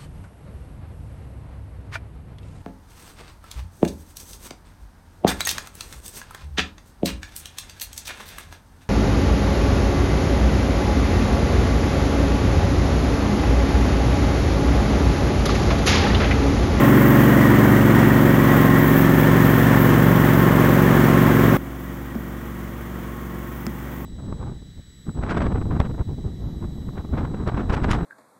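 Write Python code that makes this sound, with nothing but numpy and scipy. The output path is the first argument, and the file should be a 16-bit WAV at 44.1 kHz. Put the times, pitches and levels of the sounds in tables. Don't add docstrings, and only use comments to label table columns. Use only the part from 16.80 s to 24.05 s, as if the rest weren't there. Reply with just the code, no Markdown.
import sys
import numpy as np
from scipy import signal
from scipy.fft import rfft, irfft, next_fast_len
from scipy.io import wavfile
from scipy.ndimage import uniform_filter1d, minimum_filter1d

SR = 44100
rng = np.random.default_rng(int(sys.argv[2]) if len(sys.argv) > 2 else 0)


def transcribe(u):
    v = np.clip(np.atleast_2d(u).T, -1, 1)
    q = np.round(v * 32767).astype(np.int16)
    wavfile.write(sys.argv[1], SR, q)


N = 319725
T = np.arange(N) / SR
DROP_S = 4.7697
APPROACH_S = (0.45, 2.54)

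# time_s, cycle_hz
ENGINE_SPEED = [(0.0, 22.55), (1.45, 22.613), (2.03, 22.471), (2.61, 22.621), (3.48, 22.593),
                (4.93, 22.626), (7.25, 22.597)]
CYCLE_HZ = np.mean(ENGINE_SPEED, axis=0)[1]


def undb(db):
    return 10 ** (np.asarray(db) / 20)


def unit(x):
    return x / np.sqrt(np.mean(x ** 2))


def at_drop(before, after):
    return np.where(T < DROP_S, before, after)


def wander(rate_hz):
    hold = max(int(SR / rate_hz), 1)
    steps = rng.standard_normal(8192)[np.arange(N) // hold % 8192]
    return 1.3 * uniform_filter1d(uniform_filter1d(steps, hold), hold)


def swells(rows):
    return sum(rise_db * np.cos(np.pi * np.clip((T - peak_s) / length_s, -.5, .5)) ** 2
               for peak_s, length_s, rise_db in rows)


def colour(x, points):
    hz, db = np.transpose(points)
    size = next_fast_len(N)
    octave, known = np.log2(np.fft.rfftfreq(size, 1 / SR) + 1), np.log2(hz)
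    outside = np.abs(octave - np.clip(octave, known[0], known[-1]))
    gain = undb(np.interp(octave, known, db) - 20 * outside)
    return irfft(rfft(x, size) * gain, size)[:N]


def throb(cycle, depth, lag=.38, fade=0.28):
    first = np.exp(-(cycle % 1) / fade)
    second = 0.23 * np.exp(-((cycle - lag) % 1) / fade)
    return unit(1 + depth * (first + second))


def silencer_ring(db):
    cepstrum = irfft(np.log(undb(np.r_[db[0], db])))
    cepstrum[len(cepstrum) // 2:] = 0
    return 2 * rfft(cepstrum).imag[1:]


def standing_waves(travel_m_s=0.23):
    # cycle_multiple, loudest_s, swing_db
    caught = [(7, 2.46, 2), (12, 5.05, 3), (16, 4.32, 2.5)]
    half_wave_m = 343 / (2 * CYCLE_HZ)
    return {round(k): db * np.cos(2 * np.pi * round(k) * travel_m_s * (T - s) / half_wave_m)
            for k, s, db in caught}


def firings(cycle, note, echo_s, echo_size, smear, second_lag=.38, second_size=0.88, waver_db=1.35):
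    multiples, levels_db = np.transpose(note)
    multiples = np.round(multiples)
    pair = 1 + second_size * np.exp(-2j * np.pi * multiples * second_lag)
    wall_echo = 1 + echo_size * np.exp(-2j * np.pi * multiples * CYCLE_HZ * echo_s)
    phases = np.angle(pair * wall_echo) + smear * silencer_ring(uniform_filter1d(levels_db, size=3))
    swing_db = standing_waves()
    sound = 0
    for k, db, phase in zip(multiples, levels_db, phases):
        gain = undb(db + swing_db.get(k, 0) + waver_db * wander(2.92))
        sound += gain * np.cos(2 * np.pi * k * cycle + phase)
    return unit(sound)


def exhaust(cycle):
    # cycle_multiple, level_db
    note_ahead = [(2, -29.0), (3, -19), (4, -12.5), (5, -0.5), (6, 1), (7, -5), (8, -6.5), (9, -1), (10, 2),
                  (11, -17), (12, 1), (13, 0), (14, -21), (15, -4.5), (16, -6.5), (17, -10.5), (18, -12.5),
                  (19, -39), (20, -26), (21, -16.5), (22, -39), (23, -19.5), (24, -18), (25, -13),
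                  (26, -20)]
    note_beside = [(2, -30), (3, -17.5), (4, -23.5), (5, -1.2), (6, -2), (7, 0.5), (8, -2), (9, -11.5),
                   (10, -1.5), (11, -12.5), (12, -2), (13, -9.5), (14, -12.0), (15, -10), (16, -7.5),
                   (17, -12.5), (18, -14), (19, -22.5), (20, -24), (21, -14.5), (22, -23.5), (23, -25),
                   (24, -19.5), (25, -15.5), (26, -24)]
    note_quiet = [(2, -24.1), (3, -10), (4, -19.7), (5, -3), (6, 0), (7, -10), (8, -1), (9, -9), (10, 0.5),
                  (11, -14), (12, -2), (13, -13), (14, -16), (15, -3), (16, -8.5), (17, -29), (18, -32),
                  (19, -30), (20, -15.5), (21, -29), (22, -20.5), (23, -14.5), (24, -21), (25, -16.5),
                  (26, -24.6)]
    # pitch_hz, level_db
    gas_tone = [(25, -23), (60, -27), (110, -13), (230, -8), (350, 0.5), (450, -9.5), (600, -18.5)]
    ahead = firings(cycle, note_ahead, echo_s=.02025, echo_size=0.79, smear=0.69, second_size=0.81)
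    beside = firings(cycle, note_beside, echo_s=.023, echo_size=0.35, smear=0.32)
    quiet = firings(cycle, note_quiet, echo_s=.02475, echo_size=0.67, smear=0.5)
    blend = np.interp(T, APPROACH_S, (0, 1))
    note = at_drop((1 - blend) * ahead + blend * beside, quiet)
    note /= np.sqrt(uniform_filter1d(note ** 2, size=SR // 2))
    note *= undb(0.36 * wander(45))
    gas = unit(colour(rng.standard_normal(N), gas_tone))
    return note + undb(at_drop(-13.5, -14.3)) * gas * throb(cycle, depth=0.4)


def clatter(cycle, repeat_db=-8):
    # pitch_hz, level_db
    loud_tone = [(380, -7), (460, -2), (560, -1.5), (720, -5), (1080, -4.5), (1300, -6), (1850, -6.5),
                 (2200, -11.5), (2500, -18.5), (3300, -19.5), (3800, -27), (4600, -32), (6200, -28.5),
                 (10500, -34)]
    quiet_tone = [(380, -3.5), (460, -5.5), (560, -6.5), (700, -6.5), (1080, -6), (1600, -8.5), (1900, -12),
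                  (2200, -12.5), (2550, -20), (3350, -19.5), (3900, -28), (4700, -31), (6200, -26),
                  (10500, -30.5)]
    repeating = rng.standard_normal(2048)[(cycle % 1 * 2048).astype(int)]
    repeating = signal.sosfilt(signal.butter(6, 640, "high", fs=SR, output="sos"), repeating)
    blows = (undb(repeat_db) * repeating + rng.standard_normal(N)) * throb(cycle, depth=0.36)
    rattle = at_drop(unit(colour(blows, loud_tone)), unit(colour(blows, quiet_tone)))
    return rattle * undb(0.44 * wander(18))


def gears(cycle, slack_db=-5):
    # cycle_multiple, before_db, after_db
    tones = [(46.93, -16, -19), (48.16, -16.5, -9.5), (48, -26, -36)]
    # peak_s, length_s, rise_db
    loads = [(.1, 1.3, 8), (1.8, 1.1, 9.5), (3.45, 2.6, 7), (4.45, 1.2, 5.5), (6.5, 1.2, 7.5),
             (7.25, .4, 8)]
    load_db = slack_db + swells(loads)
    whine = 0
    for k, before_db, after_db in tones:
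        tone = np.sqrt(2) * np.sin(2 * np.pi * k * cycle + 0.57 * wander(12))
        whine += undb(at_drop(before_db, after_db) + load_db + 1.1 * wander(8)) * tone
    return whine


def shaft(cycle_hz, turn_hz=61.18):
    # turn_multiple, before_db, after_db
    tones = [(1, -28.5, -36), (2, -35.5, -55), (3, -31, -46), (4, -29, -49)]
    turns = np.cumsum(turn_hz * cycle_hz / cycle_hz.mean()) / SR
    hum = 0
    for k, before_db, after_db in tones:
        tone = np.sqrt(2) * np.sin(2 * np.pi * (k * turns + rng.random()))
        hum += undb(at_drop(before_db, after_db)) * tone
    return hum


def rasp(lean_s=(1.95, 2.3), upright_hz=1902, leaning_hz=1777, quiet_hz=1903, width_hz=190):
    # peak_s, length_s, rise_db
    catches = [(.6, .9, 4), (1.35, 0.52, 3.8), (1.95, 0.44, 5), (2.5, 0.76, 3)]
    pitch_hz = at_drop(np.interp(T, lean_s, (upright_hz, leaning_hz)), quiet_hz)
    fade_db = 5 * np.maximum(T - 2.7, 0)
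    level_db = at_drop(-34 - fade_db, -53) + swells(catches)
    phase = 2 * np.pi * np.cumsum(pitch_hz + 15 * wander(25)) / SR
    rough_tone = wander(width_hz) * np.cos(phase) + wander(width_hz) * np.sin(phase)
    return undb(level_db) * unit(rough_tone * undb(1.4 * wander(40)))


def brush(cycle, grain_db=1.0, flutter_db=0.8):
    # pitch_hz, level_db
    hiss_tone = [(9500, -20), (11000, -18), (11900, -5), (12400, -7.5), (13500, -0.5), (14400, 1),
                 (15700, 0.5)]
    # peak_s, length_s, rise_db
    swishes = [(.32, .7, 4), (1.78, .25, 3), (2.08, 0.33, 4.5), (2.19, .1, 7), (2.41, .14, 4.5),
               (2.76, .35, 2.7), (3.04, .2, 7.3), (3.4, .5, 1.8), (6.78, .45, 4), (7.2, 0.31, 3)]
    flicks = rng.standard_normal(N) * undb(grain_db * wander(900)) * throb(cycle, depth=0.71)
    level_db = at_drop(-34, -50) + swells(swishes) + flutter_db * wander(30)
    return unit(colour(flicks, hiss_tone)) * undb(level_db)


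def knocks(rise_s=0.0045):
    # start_s, thump_db, tick_db
    hits = [(5.3531, -15, -22), (6.867, -13.5, -3)]
    # pitch_hz, level_db, ring_s (time to fade by 60 dB)
    case_notes = [(223.5, -1.5, 0.13), (350, 0, .035), (750, 6, .008)]
    # pitch_hz, level_db
    tick_tone = [(300, 1), (1200, 8), (2500, 1), (3500, -14), (4400, -6), (5200, 5.5), (6000, -8),
                 (7500, -3), (11000, -20), (15000, -14)]
    thumps, ticks = np.zeros(N), np.zeros(N)
    for start_s, thump_db, tick_db in hits:
        age = np.maximum(T - start_s, 0)
        ring = sum(undb(thump_db + db - 60 * age / ring_s) * np.sin(2 * np.pi * hz * age)
                   for hz, db, ring_s in case_notes)
        thumps += ring * (1 - np.exp(-age / rise_s))
        ticks[int(start_s * SR)] = undb(tick_db)
    return thumps + colour(ticks, tick_tone)


def scene():
    cycle_hz = np.interp(T, *np.transpose(ENGINE_SPEED))
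    cycle = np.cumsum(cycle_hz) / SR - .749 + .001 * wander(40)
    ahead = np.interp(T, APPROACH_S, (1, 0))
    exhaust_db = at_drop(-13.5, -33.5) + 1.7 * ahead
    clatter_db = at_drop(-22, -41) + 0.6 * ahead
    engine = undb(exhaust_db) * exhaust(cycle) + undb(clatter_db) * (clatter(cycle) + gears(cycle))
    return (engine + shaft(cycle_hz) + rasp() + brush(cycle) + knocks())[None]


def record(dry, ceiling=0.84, top_hz=15750):
    needed = np.minimum(1, ceiling / (np.abs(dry[0]) + 1e-9))
    gain = uniform_filter1d(minimum_filter1d(needed, size=300), size=300)
    return signal.sosfilt(signal.ellip(12, .1, 90, top_hz, fs=SR, output="sos"), dry * gain)


dry = scene()
out = record(dry)
transcribe(out)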